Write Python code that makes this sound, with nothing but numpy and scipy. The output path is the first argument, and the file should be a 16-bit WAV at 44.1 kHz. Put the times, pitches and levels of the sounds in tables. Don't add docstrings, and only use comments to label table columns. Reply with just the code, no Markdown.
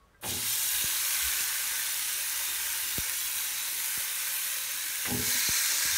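import sys
import numpy as np
from scipy import signal
from scipy.fft import rfft, irfft, next_fast_len
from scipy.io import wavfile
from scipy.ndimage import uniform_filter1d, map_coordinates

SR = 44100
rng = np.random.default_rng(int(sys.argv[2]) if len(sys.argv) > 2 else 0)


def volts_from_db(level):
    exponent = np.asarray(level, float) / 20
    return 10 ** exponent


def int16_out(signal):
    q = np.round(np.clip(np.atleast_2d(signal).T, -1, 1) * 32767)
    wavfile.write(sys.argv[1], SR, q.astype(np.int16))


N = 263521
TIME = np.arange(N) / SR
DURATION_S = N / SR

# frequency_hz, density_db
FLAME_SPECTRUM = [(15, -35), (25, 10), (54, 16), (149, -7), (178, -16), (211, -7), (325, -3), (377, -40),
                  (400, -20.5), (520, -38), (880, -120)]
# frequency_hz, density_db
ROOM_SPECTRUM = [(88, -3), (150, -5), (201, -10.5), (264, -23), (429, -11), (784, -18), (881, -16),
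                 (1250, -13.5), (2890, -24), (15700, -35)]
# peak_s, level_db, pitch_hz, width_hz, t60_s
STOVE_HUMS = [
    (.36, -46.5, 116, 18, 1.13),
    (.66, -61, 64.6, 5.8, 2.5),
    (1.27, -49, 63.5, 9.8, .4),
    (5.95, -45, 75, 32, .4),
]
# start_s, level_db, pitch_hz, t60_s
METAL_PINGS = [
    (0.0, -60, 1110, .4),
    (0.03, -56, 1110, .15),
    (0.143, -54, 1590, .13),
    (0.143, -57, 1982, .08),
    (0.195, -56, 580, .09),
]
# start_s, thump_db
FAT_DROPS = [
    (0.8406, -38.5),
    (1.4062, -52),
    (2.9818, -30.5),
    (3.9754, -45),
    (5.4889, -34),
    (5.8519, -44.5),
    (5.9737, -46),
]
# start_s, peak_db
LOUD_POPS = [(0.3074, -12), (.502, -10), (1.408, -7), (1.995, -8), (2.9825, -8), (3.4087, -12),
             (3.8599, -10), (3.976, -8), (4.5188, -10), (4.718, -11), (4.8842, -12), (4.957, -10),
             (5.1271, -12), (5.522, -7), (5.6617, -5), (5.719, -6)]
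# start_s, level_db, t60_s
STEAM_JETS = [
    (.236, -38, .006),
    (2.9823, -13, .005),
    (2.9893, -30, .006),
    (3.0968, -17, 0.006),
    (5.057, -36, .012),
    (5.108, -26, 0.0088),
    (5.199, -25, .008),
    (5.573, -30, .006),
]
# pitch_hz, width_hz, first_slice_db, second_slice_db
PAN_MODES = [(74, 39, -4, -11), (107, 36, 1, -0.5), (198, 12, 1, -3), (242.7, 9.3, 5, 4.5),
             (337, 23, -1, -8), (413, 12, -1, 0.5), (479, 36, -7, -7), (620, 21, 0, -6), (720, 48, -8, -15),
             (842, 45, 5.5, 1)]
# start_s, blow_db
STEAM_SLAPS = [(0.231, -45), (0.246, -34.5), (0.262, -31.5), (.278, -32), (.29, -33), (0.314, -33),
               (.323, -33), (0.342, -30), (0.366, -31.5), (0.396, -38), (0.429, -40), (5.058, -41),
               (5.073, -35), (5.085, -30), (5.105, -25), (5.121, -22.5), (5.145, -21.5), (5.171, -25.5),
               (5.194, -23), (5.21, -29), (5.229, -26), (5.256, -37), (5.276, -30.5), (5.351, -36)]
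# start_s, large_bubble_gush_db
SLICE_LANDINGS = [
    (.232, 24),
    (5.051, 16),
]
# time_s, vigour_db, fine_spray_db (spray reaching the microphone as the camera turns)
BOIL_VIGOUR = [(.212, -66, 12), (.25, -43, 2), (.29, -36, 0), (.39, -36.5, -2), (.5, -33.5, 1.5),
               (1.42, -34.5, 0), (1.55, -36, 0), (3.1, -38, 1.5), (3.4, -37.5, 2.5), (3.52, -38, 0),
               (4.01, -38, 2.5), (4.07, -39, 1), (4.33, -37.5, 3), (4.73, -38.5, -.5), (5.09, -38.5, 1),
               (5.22, -36, 0), (5.31, -31, -1.5), (5.98, -30.5, -3)]
# frequency_hz, density_db
LARGE_BUBBLES = [(400, -33), (740, -18.5), (853, -3), (960, -2.5), (1210, -4), (1280, -2), (1410, -2),
                 (1540, 5), (1720, 2), (2440, 3), (3600, -3.5)]
# frequency_hz, density_db
SMALL_BUBBLES = [(2600, -18), (3100, -9), (3800, 0), (4900, -4.5), (5250, -2), (6400, 1), (7500, -2.5),
                 (9300, 3.5), (10000, 2.5), (10450, 0), (11000, 4), (12200, 3), (13500, 2), (16000, 2.5)]
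# frequency_hz, gain_db
WET_COLOUR = [(900, -1), (1550, -5), (2300, -4), (3300, 0.5), (6400, -1), (8000, -0.5), (9600, 0),
              (11000, -1.5)]
# frequency_hz, gain_db
SECOND_COLOUR = [(1100, -5), (1900, 2.5), (2400, -1), (3100, -9.5), (4100, 1.5), (5000, 0), (6300, 1.5),
                 (7900, -1.5), (9500, -4.5), (12000, -2)]
# pitch_hz, width_hz, level_db
RIB_MODES = [(306, 92, 0), (414, 22.4, 2.5), (505, 55, 0), (593, 27, 6), (672, 24, 1)]


def unit(x):
    return x / np.sqrt(np.mean(x ** 2) + 1e-20)


def along(points, hz):
    f, db = np.transpose(points)
    return volts_from_db(np.interp(np.log(hz + 1), np.log(f + 1), db))


def curves(rows):
    s, first, *others = np.transpose(rows)
    return [np.interp(TIME, s, first, -140, -140)] + [np.interp(TIME, s, c) for c in others]


def wobble(rate):
    knots = rng.standard_normal(int(N * rate / SR) + 4)
    return map_coordinates(knots, [TIME * rate])


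def filtered(x, response):
    size = next_fast_len(N + SR // 2)
    return irfft(rfft(x, size) * response(np.fft.rfftfreq(size, 1 / SR)), size)[..., :N]


def above(hz, edge_hz):
    return 1 / (1 + (edge_hz / (hz + 1)) ** 16)


def resonances(modes):
    def response(f):
        total = 0
        for k, (hz, width, db) in enumerate(modes):
            damping = 1j * f * width
            total = total + (-1) ** k * volts_from_db(db) * damping / (hz * hz - f * f + damping)
        return total
    return response


def patchy(depth_db, bins=8, frames=10):
    z = signal.stft(rng.standard_normal(N), nperseg=512)[2]
    field = uniform_filter1d(rng.standard_normal(z.shape), size=bins, axis=0)
    field = uniform_filter1d(field, size=frames, axis=1)
    return unit(signal.istft(z * volts_from_db(depth_db * unit(field)), nperseg=512)[1][:N])


def bubbles(count, low_hz, high_hz, cycles, spread_db, size):
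    u, t = rng.random((count, 3)), np.arange(size) / SR
    hz = (low_hz + (high_hz - low_hz) * u[:, 1])[:, None]
    strength = volts_from_db(spread_db * u[:, 2:] ** 2) * np.sqrt(hz)
    age = t * hz / cycles
    envelope = strength * age * np.exp(-2 * age) * np.hanning(2 * size)[size:]
    ring = envelope * np.sin(2 * np.pi * hz * t * (1 + 0.017 * age))
    at = (u[:, :1] * N).astype(int) + np.arange(size)
    return unit(np.bincount(at.ravel(), ring.ravel(), N + size)[:N])


def kitchen():
    flame = filtered(rng.standard_normal(N), lambda f: along(FLAME_SPECTRUM, f))
    flame = unit(flame * volts_from_db(0.78 * wobble(8)))
    flame_db = -68.5 + 7 * wobble(0.95)
    hiss = unit(filtered(patchy(0.98), lambda f: along(ROOM_SPECTRUM, f)))
    out = volts_from_db(flame_db) * flame + volts_from_db(-64.5) * hiss
    swell_db_per_s = 250
    for s, db, hz, width, t60 in STOVE_HUMS:
        fall_db = np.where(TIME < s, swell_db_per_s * (s - TIME), 60 * (TIME - s) / t60)
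        mode = resonances([(hz, width, 0)])
        hum = unit(filtered(rng.standard_normal(N), lambda f: mode(f) ** 2))
        out += volts_from_db(db - fall_db) * hum
    return out


def walls(x, count=12):
    out, t = x.copy(), np.arange(SR // 5) / SR
    t60_s, first_echo_s, level_db = 0.078, .0015, -11
    for k in range(count + 1):
        share = np.clip(1 - np.abs(np.arange(N) * count / N - k), 0, 1) ** .5
        tail = volts_from_db(-60 * t / t60_s) * rng.standard_normal(len(t)) * (t > first_echo_s)
        tail *= volts_from_db(level_db) / np.linalg.norm(tail)
        part = np.flatnonzero(share)
        start = part[0]
        answer = signal.fftconvolve((share * x)[part], tail)[:N - start]
        out[start:start + len(answer)] += answer
    return out


def pings():
    out = np.zeros(N)
    for s, db, hz, t60 in METAL_PINGS:
        t = np.maximum(TIME - s, 0)
        rise = 1 - np.exp(-t / 0.0044)
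        out += volts_from_db(db - 60 * t / t60) * rise * np.sin(2 * np.pi * hz * t)
    return out


def spatter():
    low, thin, t = np.zeros(N + SR), np.zeros(N + SR), np.arange(SR // 10) / SR
    swings = np.log1p(t / .00092) / np.log(1.85)
    thump = 1.75 * np.sin(np.pi * swings) * np.exp(-t / .014) * (1 - np.exp(-t / .0004))
    for s, db in FAT_DROPS:
        low[round(s * SR):][:len(t)] += volts_from_db(db) * thump

    small_pops = [(s * (DURATION_S - 1) + .5, -14 + 8 * (u - .5)) for s, u in rng.random((14, 2))]
    pop_hz = 10200
    click = -np.cos(2 * np.pi * pop_hz * (t[:5] - 1.8 / SR)) * np.hanning(9)[2:7]
    for s, db in LOUD_POPS + small_pops:
        crack = 0.55 * volts_from_db(-60 * t / 0.0025) * rng.standard_normal(len(t))
        crack[:5] = click
        thin[round(s * SR) - 2:][:len(t)] += volts_from_db(db - 6) * crack
    for s, db, t60 in STEAM_JETS:
        thin[round(s * SR):][:len(t)] += volts_from_db(db - 60 * t / t60) * rng.standard_normal(len(t))
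    return low[:N] + filtered(thin[:N], lambda f: above(f, 1500) ** 0.2)


def flutter():
    drive, smack, modes = np.zeros((2, N)), np.zeros(N), np.array(PAN_MODES)
    hard_start, hard_end, soften_s = 1.4, 0.18, 0.033
    dull_hz, sharp_hz, puff_s = 250, 1510, .012
    smack_db, smack_hz = -0.5, 900
    for s, db in STEAM_SLAPS:
        which = int(s > DURATION_S / 2)
        since = max(s - SLICE_LANDINGS[which][0], 0)
        bright = np.clip(hard_end + (hard_start - hard_end) * np.exp(-since / soften_s), 0, 1)
        near = slice(round((s - .01) * SR), round((s + .08) * SR))
        t = TIME[near] - s + .004
        contact_s = 0.0012 / (1 + 5 * bright)
        push = np.exp(-(t / contact_s) ** 2) * 0.0013 / contact_s
        puff = volts_from_db(11.5) * np.exp(-np.abs(t) / puff_s) * (t > 0) * rng.standard_normal(len(t))
        edge_hz = dull_hz + (sharp_hz - dull_hz) * bright
        puff = signal.lfilter(*signal.butter(2, edge_hz, fs=SR), puff)
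        drive[which, near] += volts_from_db(db) * (puff - push)
        smack[near] -= volts_from_db(db + smack_db) * push * bright
    bare = filtered(smack, lambda f: f / (f + smack_hz))
    first = filtered(drive[0], resonances(modes[:, :3]))
    second = filtered(drive[1], resonances(modes[:, [0, 1, 3]]))
    return bare + first + second


def boiling():
    spit_db, aim_db = curves(BOIL_VIGOUR)
    spray_db = spit_db + aim_db + 2
    gush_rise_s, gush_fade_s = .004, .014
    gush_db = 0
    for s, db in SLICE_LANDINGS:
        rise = np.clip((TIME - s) / gush_rise_s, 0, 1)
        gush_db = gush_db + db * rise * np.exp(-np.maximum(TIME - s, 0) / gush_fade_s)
    excess_db = spit_db + 38
    large_db = -42 + gush_db + np.minimum(0.82 * excess_db, 6 + excess_db)

    (first_s, _), (later_s, _) = SLICE_LANDINGS
    wet_s, drying_s, spread_s, second_share = 0.32, 0.5, 0.33, 0.69
    fresh = np.clip(1 - (TIME - first_s - wet_s) / drying_s, 0, 1)
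    second = second_share * np.clip((TIME - later_s) / spread_s, 0, 1)
    return spray_db, spit_db, large_db, fresh, second


def sizzle():
    spray_db, spit_db, large_db, fresh, second = boiling()
    ruptures = unit(-volts_from_db(20 * rng.random(N) ** 2) * (rng.random(N) < .02))
    rings = bubbles(count=9000, low_hz=298, high_hz=15530, cycles=4.2, spread_db=5.5, size=256)
    squeaks = bubbles(count=2500, low_hz=376, high_hz=15710, cycles=68, spread_db=-8, size=1200)
    hiss = patchy(1.58, bins=3, frames=24)
    burst = volts_from_db(0.077 * wobble(40) + 0.14 * wobble(9.9))
    boil = burst * (hiss + volts_from_db(-8.5) * ruptures + volts_from_db(-7.5) * rings + volts_from_db(-15) * squeaks)
    wet = filtered(boil, lambda f: along(WET_COLOUR, f))
    later = filtered(boil, lambda f: along(SECOND_COLOUR, f))
    boil = (1 - fresh - second) * boil + fresh * wet + second * later

    spray = filtered(boil, lambda f: along(SMALL_BUBBLES, f) * above(f, 9580) ** .5)
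    spit = filtered(boil, lambda f: along(SMALL_BUBBLES, f) * np.abs(above(f, 2900) - above(f, 8300)) ** .5)
    large = filtered(boil, lambda f: along(LARGE_BUBBLES, f) * (1 - above(f, 3230)) ** .5)
    large *= volts_from_db(0.37 * wobble(5.9))
    ribs = resonances(RIB_MODES)
    iron = patchy(6.9, bins=2, frames=8) + volts_from_db(-3) * ruptures
    iron = filtered(iron, lambda f: ribs(f) * (1 - above(f, 716)))
    low = unit(large) + volts_from_db(-21.5) * unit(iron)
    return volts_from_db(spray_db) * unit(spray) + volts_from_db(spit_db) * unit(spit) + volts_from_db(large_db) * low


def scene():
    mono = kitchen() + pings() + spatter() + flutter() + walls(sizzle())
    return np.array([mono, mono])


def low_pass(x):
    return signal.sosfilt(signal.butter(12, 17080, fs=SR, output="sos"), x)


def record(dry):
    side = np.zeros(N)
    for when, where in rng.random((18, 2)):
        s = .5 + when * (DURATION_S - 1)
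        low_hz = 4600 + where * (13500 - 4600)
        high_hz = low_hz * 1.18
        near = slice(round(s * SR) - 4096, round(s * SR) + 2048)
        f = np.fft.rfftfreq(6144, 1 / SR)
        block = np.cos(np.pi / 2 * np.clip((TIME[near] - s) / .023, -1, 1))
        band = irfft(rfft(dry[0, near]) * (f > low_hz) * (f < high_hz))
        usual, swapped = block * band, block * band[::-1]
        side[near] += volts_from_db(-3.0) * swapped * np.sqrt(np.mean(usual ** 2) / np.mean(swapped ** 2))

    def response(f):
        top_hz, edge_hz, bottom_hz = 15710, 90, 38
        top = np.sin(np.pi / 2 * np.clip((top_hz + edge_hz / 2 - f) / edge_hz, 0, 1)) ** 2
        return top / (1 + (bottom_hz / (f + 1)) ** 4)

    return low_pass(filtered(dry + [side, -side], response))


dry = scene()
out = record(dry)
int16_out(out)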